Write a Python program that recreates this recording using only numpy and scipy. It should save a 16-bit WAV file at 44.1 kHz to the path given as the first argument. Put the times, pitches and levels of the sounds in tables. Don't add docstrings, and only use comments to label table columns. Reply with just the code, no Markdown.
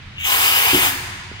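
import sys
import numpy as np
from scipy import signal
from scipy.io import wavfile
from scipy.ndimage import uniform_filter1d

SR = 44100
rng = np.random.default_rng(int(sys.argv[2]) if len(sys.argv) > 2 else 0)


def ratio_of_db(decibels):
    return 10 ** (np.asarray(decibels, float) / 20)


def materialize(psi):
    bounded = np.clip(np.atleast_2d(psi).T, -1, 1)
    quanta = np.round(bounded * 32767).astype(np.int16)
    wavfile.write(sys.argv[1], SR, quanta)


N = 61740

# (frequency [Hz], density [dB per Hz])
WASH = [(20, -9.5), (60, -12.5), (150, -18), (500, -32.5), (2000, -22), (4000, -28.5), (10500, -54.5),
        (16000, -76)]
# (frequency [Hz], width [Hz], level [dB])
MOTORS = [(91.5, 5, -44.5), (127.5, 6.7, -52), (189, 12, -56)]
# (frequency [Hz], t60 [s])
HALL_DECAY = [(100, 1.1), (300, 1.0), (1000, 1.98), (2500, 1.62), (4500, 1.89), (7500, 1.23), (12000, 0.58),
              (16000, .5)]
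# (frequency [Hz], level [dB])
HALL_TONE = [(100, -3), (300, -8.5), (900, -7), (2000, -3), (2900, -13.5), (4200, -5.5), (7000, -6),
             (12000, -7.5)]
# (frequency [Hz], level [dB], t60 [s])
LEVER_MODES = [(130, -35, .06), (250, -34, .03), (390, -28, .026), (520, -38, .02), (920, -38, .02),
               (1500, -34, .012)]
# (time [s], level [dB], contact [s])
PUSHES = [
    (.7299, -1, .0012),
    (.744, .5, .0012),
    (.7594, -8, .0012),
    (.774, -9.5, .0012),
    (.984, -13, .006),
    (1.017, -11, .006),
]
# (frequency [Hz], level [dB], t60 [s])
FRAME_MODES = [(65, -19, .08), (112, -11, .17), (190, -19, .15), (308, -.5, .048), (357, -4, .075),
               (461, -12, .06)]
# (time [s], level [dB re full flow])
VALVE_FLOW = [(.1, -54.5), (.155, -45), (.19, -21), (.203, -12.5), (.232, -12.5), (.242, -7), (.265, -2.5),
              (.31, -0.34), (.375, -0.5), (.415, 0.03), (.72, -0.34), (.878, 1), (.935, -10.5), (1.0, -40),
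              (1.3, -45), (1.39, -31.5), (1.4, -24)]
# (frequency [Hz], loss [dB per dB of lost flow])
FLOW_LOSS = [(1000, 2.3), (2100, .65), (3600, .65), (4600, 2.6), (6400, .75), (8000, 1.55), (11500, 2.3),
             (15500, 1.35)]
# (frequency [Hz], width [Hz], left [dB], right [dB], phase of right [rad])
PORT_MODES = [(396, 79, -10.5, -6, -1.35), (819, 88, -7.5, 0, -0.28), (1028, 253, -4, -0.5, -2),
              (1795, 1345, -6, -3.5, -3), (2360, 700, -20.5, 0, 4.5), (2872, 600, 5.5, 0.5, 2.5),
              (3573, 270, -9, -4.5, 1.84), (4890, 190, -13.5, -3.5, 0.2), (6370, 490, -15, -29, 1),
              (7300, 1200, -11.5, -20, 2), (9090, 980, -7, -12.5, -1.55), (12330, 900, -4, -7.5, .4),
              (13720, 790, -2, -12.5, 3.5), (15350, 650, -3.5, -8.5, -1)]
# (frequency [Hz], level [dB])
SPRAY_TONE = [(200, -57), (550, -39), (1500, -11), (4000, -8.5), (8000, -14.5), (11000, -12.5),
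              (16000, -14.5)]
# (frequency [Hz], level [dB])
LANDED_TONE = [(600, -2.1), (1000, -1.2), (2000, -1.3), (3000, -2.8), (5000, -2.1), (7500, 0.22),
               (12300, -0.61), (15000, -0.22)]
# (frequency [Hz], level
# [dB])
DRIFT_TONE = [(400, 2.5), (900, 0.5), (1800, .5), (3000, 1), (5000, -0.5), (9000, -.5), (12300, -0.5),
              (15000, -1.5)]


def evened(x):
    return x / np.sqrt(np.mean(np.abs(x) ** 2) + 1e-20)


def read(points, hz):
    f, value = np.transpose(points)
    return np.interp(np.log(hz + 1), np.log(f + 1), value)


def chance(*shape):
    return rng.standard_normal(shape) + 1j * rng.standard_normal(shape)


def alike_bass(z, hz):
    same = 0.96 / (1 + (hz / 630) ** 2)[:, None]
    right = same * z[0] + np.sqrt(1 - same ** 2) * z[1]
    return np.array([z[0], right])


def ring(modes, t):
    return sum(ratio_of_db(db - 60 * t / t60) * np.sin(2 * np.pi * hz * t) for hz, db, t60 in modes)


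def resonance(hz, centre, width):
    return 1 / (1 + (2 * (hz - centre) / width) ** 2)


def workshop():
    frames, hz = N // 1024 + 5, np.fft.rfftfreq(4096, 1 / SR)
    z = alike_bass(chance(2, len(hz), frames), hz)

    def sound(gain):
        return evened(signal.istft(z * gain[:, None], nperseg=4096, noverlap=3072)[1][:, :N])

    wash = ratio_of_db(-41) * sound(ratio_of_db(read(WASH, hz)))
    drones = sum(ratio_of_db(db) * sound(resonance(hz, f, width)) for f, width, db in MOTORS)
    side_db = np.array([[-0.7], [0.7]])
    return (wash + drones) * ratio_of_db(side_db)


def hall(x):
    taps = np.zeros((2, N))
    at = np.arange(400, N - 20, 20)
    shape = 2, len(at)
    np.put_along_axis(taps, at + rng.integers(0, 20, shape), rng.choice([-1., 1.], shape), 1)
    hz, t, z = signal.stft(taps, SR, nperseg=512)
    decay = ratio_of_db(-60 * t / read(HALL_DECAY, hz)[:, None])
    decay /= np.sqrt(np.mean(decay ** 2, 1, keepdims=True))
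    decay *= ratio_of_db(read(HALL_TONE, hz))[:, None]
    tail = signal.istft(alike_bass(z, hz) * decay, SR, nperseg=512)[1] / np.linalg.norm(taps[0])
    return signal.fftconvolve(x, tail, axes=1)[:, :N]


def lever_knock():
    knock_s = 1.3156
    return -ring(LEVER_MODES, np.maximum(np.arange(N) / SR - knock_s, 0))


def frame_thuds():
    t, push = np.arange(N) / SR, np.zeros(N)
    thud_db, rise_s = 0.5, 0.006
    for s, db, contact in PUSHES:
        pulse = np.sin(np.pi * np.clip((t - s) / contact, 0, 1))
        push -= ratio_of_db(db + thud_db) * pulse / (contact * SR)
    response = ring(FRAME_MODES, t) * (1 - np.exp(-t / rise_s))
    return signal.fftconvolve(push, response)[:N]


def port_jet(hz, frames):
    lag_s, flutter_db = 0.0003, 1.39
    f, width, left_db, right_db, phase = np.transpose(PORT_MODES)[:, :, None]
    flutter = rng.standard_normal((len(PORT_MODES), frames))
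    flutter = evened(uniform_filter1d(uniform_filter1d(flutter, size=6), size=6))
    peak = resonance(hz, f, width) ** 1.143
    left = ratio_of_db(left_db) * peak
    right = ratio_of_db(right_db) * peak * np.exp(1j * (phase - 2 * np.pi * lag_s * (hz - f)))
    gains = np.array([side.T @ ratio_of_db(flutter_db * flutter) for side in (left, right)])
    return chance(len(hz), frames) * gains


def spray(hz, frames):
    tilt_db = 1.5 * np.array([[0.5], [-0.5]]) * np.minimum(hz / 8000, 1.5)
    noise = alike_bass(chance(2, len(hz), frames), hz)
    return noise * ratio_of_db(read(SPRAY_TONE, hz) + tilt_db)[:, :, None]


def turbulence(hz, frames):
    patches = uniform_filter1d(rng.standard_normal((len(hz), frames)), size=14, axis=1)
    patches = evened(uniform_filter1d(patches, size=8, axis=0))
    gusts = evened(uniform_filter1d(rng.standard_normal(frames), size=4))
    return ratio_of_db(1.32 * patches + 0.44 * gusts)


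def air_hiss():
    frames, hz = N // 128 + 5, np.fft.rfftfreq(512, 1 / SR)
    t = np.arange(frames) * 128 / SR
    landed_s, reopen_s, drift_s = 0.718, 1.1, 0.27
    wobble = turbulence(hz, frames)
    jet, loose = port_jet(hz, frames) * wobble, spray(hz, frames) * wobble
    full_flow = signal.istft(jet + loose, nperseg=512, noverlap=384)[1]
    level = ratio_of_db(-14.5) / np.sqrt(np.mean(full_flow ** 2))

    closing = (t > landed_s) & (t < reopen_s)
    loss = np.where(closing, 1.2, read(FLOW_LOSS, hz)[:, None])
    flow_db = loss * np.interp(t, *np.transpose(VALVE_FLOW))
    landed_db = read(LANDED_TONE, hz)[:, None] * np.clip((t - landed_s) / 0.05, 0, 1)
    drift = np.clip(2 * (t - landed_s) / drift_s + 1, -1, 1)
    drift_db = read(DRIFT_TONE, hz)[:, None] * drift
    z = jet * ratio_of_db(flow_db) + loose * ratio_of_db(1.3 * flow_db)
    z = z * ratio_of_db(landed_db + drift_db)
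    return level * signal.istft(z, nperseg=512, noverlap=384)[1][:, :N]


def scene():
    side_db = np.array([[-1.5], [1.5]])
    knocks = (lever_knock() + frame_thuds()) * ratio_of_db(side_db)
    press = air_hiss() + knocks
    return workshop() + hall(press) + press


def band_limit(x):
    return signal.sosfilt(signal.butter(12, 16940, fs=SR, output="sos"), x)


def record(dry):
    bass_cut_hz, edge_hz = 22, 15800
    cut = signal.sosfilt(signal.butter(2, bass_cut_hz, "high", fs=SR, output="sos"), dry)
    edge = signal.firwin(511, edge_hz, window=("kaiser", 9), fs=SR)
    mix = signal.oaconvolve(cut, edge[None], "same")
    return band_limit(mix)


dry = scene()
out = record(dry)
materialize(out)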